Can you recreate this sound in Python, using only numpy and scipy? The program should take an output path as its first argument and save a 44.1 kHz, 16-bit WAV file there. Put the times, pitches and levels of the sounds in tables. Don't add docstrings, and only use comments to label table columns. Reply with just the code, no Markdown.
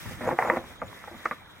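import sys
import numpy as np
from scipy import signal
from scipy.io import wavfile

SR = 44100
rng = np.random.default_rng(int(sys.argv[2]) if len(sys.argv) > 2 else 0)


def generate_wav(signal):
    frames = np.transpose(np.atleast_2d(signal))
    scaled = np.clip(frames, -1, 1) * 32767
    pcm = np.round(scaled).astype(np.int16)
    wavfile.write(sys.argv[1], SR, pcm)


N = 70560


def knocks():
    # start_s, level_db, bass_db, treble_db, rattle_db, pitch_hz, edge_db
    blows = [(0.0562, -44.5, 9, 4, 1.5, 950, -30), (.1100, -48.5, 22.5, 0, 0, 198, -30),
             (.2742, -35, 3, -23, 15, 505, -36), (.2892, -17.5, 6.5, -35, -14, 860, -40),
             (0.3081, -33, 8.5, -8, 7, 870, -44), (0.3879, -10.5, -16, -0.5, -4, 745, -37),
             (.4150, -28, 4, -9, 2, 2170, -44), (.4240, -20.5, -13, 9, -1.5, 960, -27),
             (.4493, -23.5, -11, -3, -7, 610, -44), (0.4991, -7.5, -3, -9.5, -8.5, 1900, -46),
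             (0.5016, -17.5, -27, 0, 0, 950, -49), (.5703, -30.5, 26, 6, -16, 740, -32),
             (0.817, -30.5, 9.5, -5, 3, 1213, -32), (0.8221, -33, 12.5, -6, 0, 594, -26),
             (0.928, -44.5, 8, 3.5, 0, 1065, -30), (1.0393, -31.5, -23, -23, 0, 1320, -32),
             (1.075, -38, 2, 3, 4.5, 860, -30), (1.1123, -40, 3.5, -2, 2.5, 356, -32),
             (1.1420, -44.5, 12.5, -1, -3.5, 280, -30), (1.2550, -24, 1.5, 6.5, -1.5, 1264, -12.5),
             (1.2577, -22.5, -9, 8, -2.5, 1304, -25), (1.3112, -26, 4, 8, 3, 1175, -27)]
    rattle_decay_s, contact_t60_s, contact_db = 0.012, 0.016, 11
    t = np.arange(SR // 8) / SR
    out = np.zeros((2, N + SR))
    for start_s, level_db, bass_db, treble_db, rattle_db, pitch_hz, edge_db in blows:
        rattle = slips(per_s=1500, spread_db=0.65, size=len(t)) * np.exp(-t / rattle_decay_s)
        rattle /= np.linalg.norm(rattle[0])
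        force = from_db(level_db) * ((t == 0) + from_db(rattle_db) * rattle)
        contact = ring(force, pitch_hz, contact_t60_s)
        contact *= 2 * np.log(1000) / (contact_t60_s * SR)
        body = housing(force + from_db(contact_db) * contact, bass_db, treble_db)
        edge = from_db(edge_db) * np.sqrt(SR / 1000) * butter(force, [2500, 6000], "band", order=3)
        start = int(start_s * SR)
        out[:, start:start + len(t)] += body + edge
    return out[:, :N]


def rubbing():
    # time_s, level_db, bass_db, treble_db
    scuffs = [(0, -74, 9, 29), (.05, -62, 2, -8), (.06, -56, 1, 15.5), (.12, -57, 12, 22),
              (.17, -68, 1, 14), (.19, -56, 10, 18), (.21, -43.5, 11.5, 4), (.27, -36, 9.5, -10),
              (.322, -34.5, 19, -31), (.345, -42, 13.5, -18), (.375, -36.5, -29, -29),
              (.40, -23, -22.5, -15), (.44, -28, -2, -45), (.49, -23.5, -8, -49), (.525, -34.5, 16.5, -16),
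              (.572, -30, -5.5, 0), (.605, -42.5, 2.5, -23), (.76, -56.5, 1, -12), (.97, -57.5, -13, 16.5),
              (1.09, -62, -10, 10), (1.15, -54, 20, 6.5), (1.21, -53.5, -21, 6), (1.6, -72, 8, 12)]
    level_db, bass_db, treble_db = in_time(scuffs)
    flutter_db = 1.5
    force = slips(per_s=2500, spread_db=3.5) * from_db(flutter_db * drift(rate_hz=72))
    steady_rms = np.std(housing(force[0], 0, 0))
    return housing(force * from_db(level_db), bass_db, treble_db) / steady_rms


def slips(per_s, spread_db, size=N):
    side_db = -13
    mid, side = (rms_one(grains(per_s, spread_db, size)) for _ in range(2))
    return mid + from_db(side_db) * side * [[1], [-1]]


def housing(force, bass_db, treble_db):
    # pitch_hz, level_db, t60_s
    modes = [(151.3, -34.5, 0.087), (245, -21, 0.069), (345.7, -22, 0.083), (482, -24.5, 0.068),
             (522.4, -12.5, 0.044), (616.4, -15.5, 0.054), (703, -24, 0.076), (805, -11.5, 0.021),
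             (955, -11.5, 0.017), (1155, -14.5, 0.015), (1396, -5, 0.0054), (1793, -8, 0.0094),
             (1968, -20, 0.029)]
    bass_hz, middle_hz, treble_hz = 305, 950, 1900
    treble_right_db = 2
    out = 0
    for hz, level_db, t60_s in modes:
        bass_share = at_hz([(bass_hz, 1), (middle_hz, 0)], hz)
        treble_share = at_hz([(middle_hz, 0), (treble_hz, 1)], hz)
        gain = from_db(level_db + bass_share * bass_db + treble_share * treble_db)
        pan = from_db(treble_share * treble_right_db * np.array([[-0.5], [0.5]]))
        out = out + pan * ring(force * gain, hz, t60_s)
    dull = butter(disperse(out), hz=2284, kind="low", order=8)
    return butter(dull, hz=119, kind="high")


def disperse(x, centre_hz=1040, width_hz=570):
    r = np.exp(-np.pi * width_hz / SR)
    a = [1, -2 * r * np.cos(2 * np.pi * centre_hz / SR), r * r]
    return signal.lfilter(a[::-1], a, x)


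def leaves():
    # time_s, level_db
    stirring = [(0, -51), (.06, -53), (.125, -52), (.168, -57.5), (.29, -53.5), (.365, -60), (.395, -54),
                (.57, -56), (.62, -62), (.70, -57.5), (.80, -67.5), (.88, -60), (.98, -59), (1.15, -62),
                (1.255, -56.5), (1.34, -60.5), (1.44, -69), (1.6, -63.5)]
    # freq_hz, density_db
    hiss_spectrum = [(1000, -26), (2050, 15), (2800, 6), (3450, 3.5), (4150, -24), (4900, 1), (6300, 0.5),
                     (7600, -13), (8500, 1), (10000, -12), (12200, -0.5), (16500, -4.5)]
    # freq_hz, density_db
    rustle_spectrum = [(150, 8), (400, -0.5), (800, 1.5), (1400, 4), (2050, 0.5), (2700, -19.5), (4000, 8)]
    hiss_over_crackle_db = 3.5
    stir_db, = in_time(stirring)
    swing_db = stir_db - stir_db.mean()
    rustle_db = -49.5 + 0.47 * swing_db
    crackle = crackles(per_s=1000 * from_db(swing_db / 2))
    hiss = from_db(hiss_over_crackle_db) * banded_noise(hiss_spectrum, flicker_db=2.2, bands=22)
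    rustle = from_db(rustle_db) * banded_noise(rustle_spectrum, flicker_db=2.4, bands=13)
    return from_db(stir_db) * (crackle + hiss) + rustle


def crackles(per_s, t60_cycles=3.5):
    snaps = np.array([grains(per_s, spread_db=1) for _ in range(2)])
    pitches_hz = np.geomspace(5000, 14500, 12)
    pitch_index = rng.integers(0, len(pitches_hz), N)
    rings = (ring(snaps * (pitch_index == k), hz, t60_cycles / hz) for k, hz in enumerate(pitches_hz))
    return rms_one(sum(rings))


def chirps():
    # start_s, length_s, level_db
    calls = [(0.271, 0.013, -49.5), (.458, 0.036, -54), (.788, 0.031, -69), (0.859, 0.023, -58.5),
             (1.165, 0.02, -62.5)]
    t = np.arange(N) / SR
    envelope = 0
    for start_s, length_s, level_db in calls:
        progress = np.clip((t - start_s) / length_s, 0, 1)
        envelope += from_db(level_db) * np.sqrt(np.abs(np.sin(np.pi * progress)))
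    pitch_hz = 7010 + 59 * drift(rate_hz=145)
    return envelope * np.sin(2 * np.pi * np.cumsum(pitch_hz) / SR)


def rumble(gain_db=2):
    # time_s, level_db
    swells = [(0, -47), (.045, -54), (.065, -39), (.125, -45.5), (.185, -44), (.215, -48), (.275, -42),
              (.32, -48), (.385, -63), (.48, -51.5), (.62, -51.5), (.77, -58.5), (.84, -45.5), (.94, -56),
              (1.08, -60.5), (1.17, -53.5), (1.22, -62), (1.6, -59.5)]
    # freq_hz, density_db
    spectrum = [(25, -20), (50, -9), (90, -1), (140, -8), (250, -13.5), (500, -24.5), (1500, -54)]
    level_db, = in_time(swells)
    return from_db(level_db + gain_db) * banded_noise(spectrum, flicker_db=2.5, bands=8)


def outdoor_air(level_db=-60.5):
    # freq_hz, density_db
    spectrum = [(30, 27), (100, -5), (300, 10), (900, 8), (2000, -21.5), (3000, -20), (15000, -13)]
    return from_db(level_db) * banded_noise(spectrum, flicker_db=5.5, bands=14)


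def banded_noise(spectrum, flicker_db, bands):
    # freq_hz, left_right_correlation
    likeness = [(40, 0.3), (100, 0.4), (250, .7), (1000, 0.23), (2000, .7), (3500, -0.8), (7000, 0.87),
                (14000, -0.23)]
    edges_hz = np.geomspace(spectrum[0][0], spectrum[-1][0], bands + 1)
    white = rng.standard_normal((2, 2, N))
    out = 0
    for k, (low_hz, high_hz) in enumerate(zip(edges_hz, edges_hz[1:])):
        mid, side = butter(white[k % 2], [low_hz, high_hz], "band", order=3)
        centre_hz = np.sqrt(low_hz * high_hz)
        alike = at_hz(likeness, centre_hz)
        gain = from_db(at_hz(spectrum, centre_hz) + flicker_db * drift(rate_hz=14.6))
        out = out + gain * (np.sqrt(1 + alike) * mid + np.sqrt(1 - alike) * side * [[1], [-1]])
    return rms_one(out)


def grains(per_s, spread_db, size=N):
    heights = from_db(spread_db * np.minimum(rng.exponential(1, size), 4))
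    signs = rng.choice([-1, 1], size)
    return heights * signs * (rng.random(size) < per_s / SR)


def ring(clicks, hz, t60_s):
    r, w = from_db(-60 / (t60_s * SR)), 2 * np.pi * hz / SR
    return signal.lfilter([1, -r * np.cos(w)], [1, -2 * r * np.cos(w), r * r], clicks + 1e-18)


def drift(rate_hz):
    hop, settle = 40, 2000
    r = np.exp(-2 * np.pi * rate_hz * hop / SR)
    white = rng.standard_normal(N // hop + settle + 2)
    slow = signal.lfilter([1], [1, -2 * r, r * r], white)[settle:]
    return np.interp(np.arange(N) / hop, np.arange(len(slow)), rms_one(slow))


def butter(x, hz, kind, order=2):
    return signal.sosfilt(signal.butter(order, hz, kind, fs=SR, output="sos"), x + 1e-18)


def in_time(rows):
    time_s, *columns = np.transpose(rows)
    return [np.interp(np.arange(N) / SR, time_s, column) for column in columns]


def at_hz(points, hz):
    freq_hz, values = np.transpose(points)
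    return np.interp(np.log(hz), np.log(freq_hz), values)


def from_db(db):
    return 10 ** (np.asarray(db) / 20)


def rms_one(x):
    return x / np.sqrt(np.mean(x ** 2) + 1e-20)


def scene():
    return knocks() + rubbing() + leaves() + chirps() + rumble() + outdoor_air()


def record(dry):
    cutoff_hz = 15900
    return signal.sosfilt(signal.ellip(12, 0.1, 85, cutoff_hz, fs=SR, output="sos"), dry)


dry = scene()
out = record(dry)
generate_wav(out)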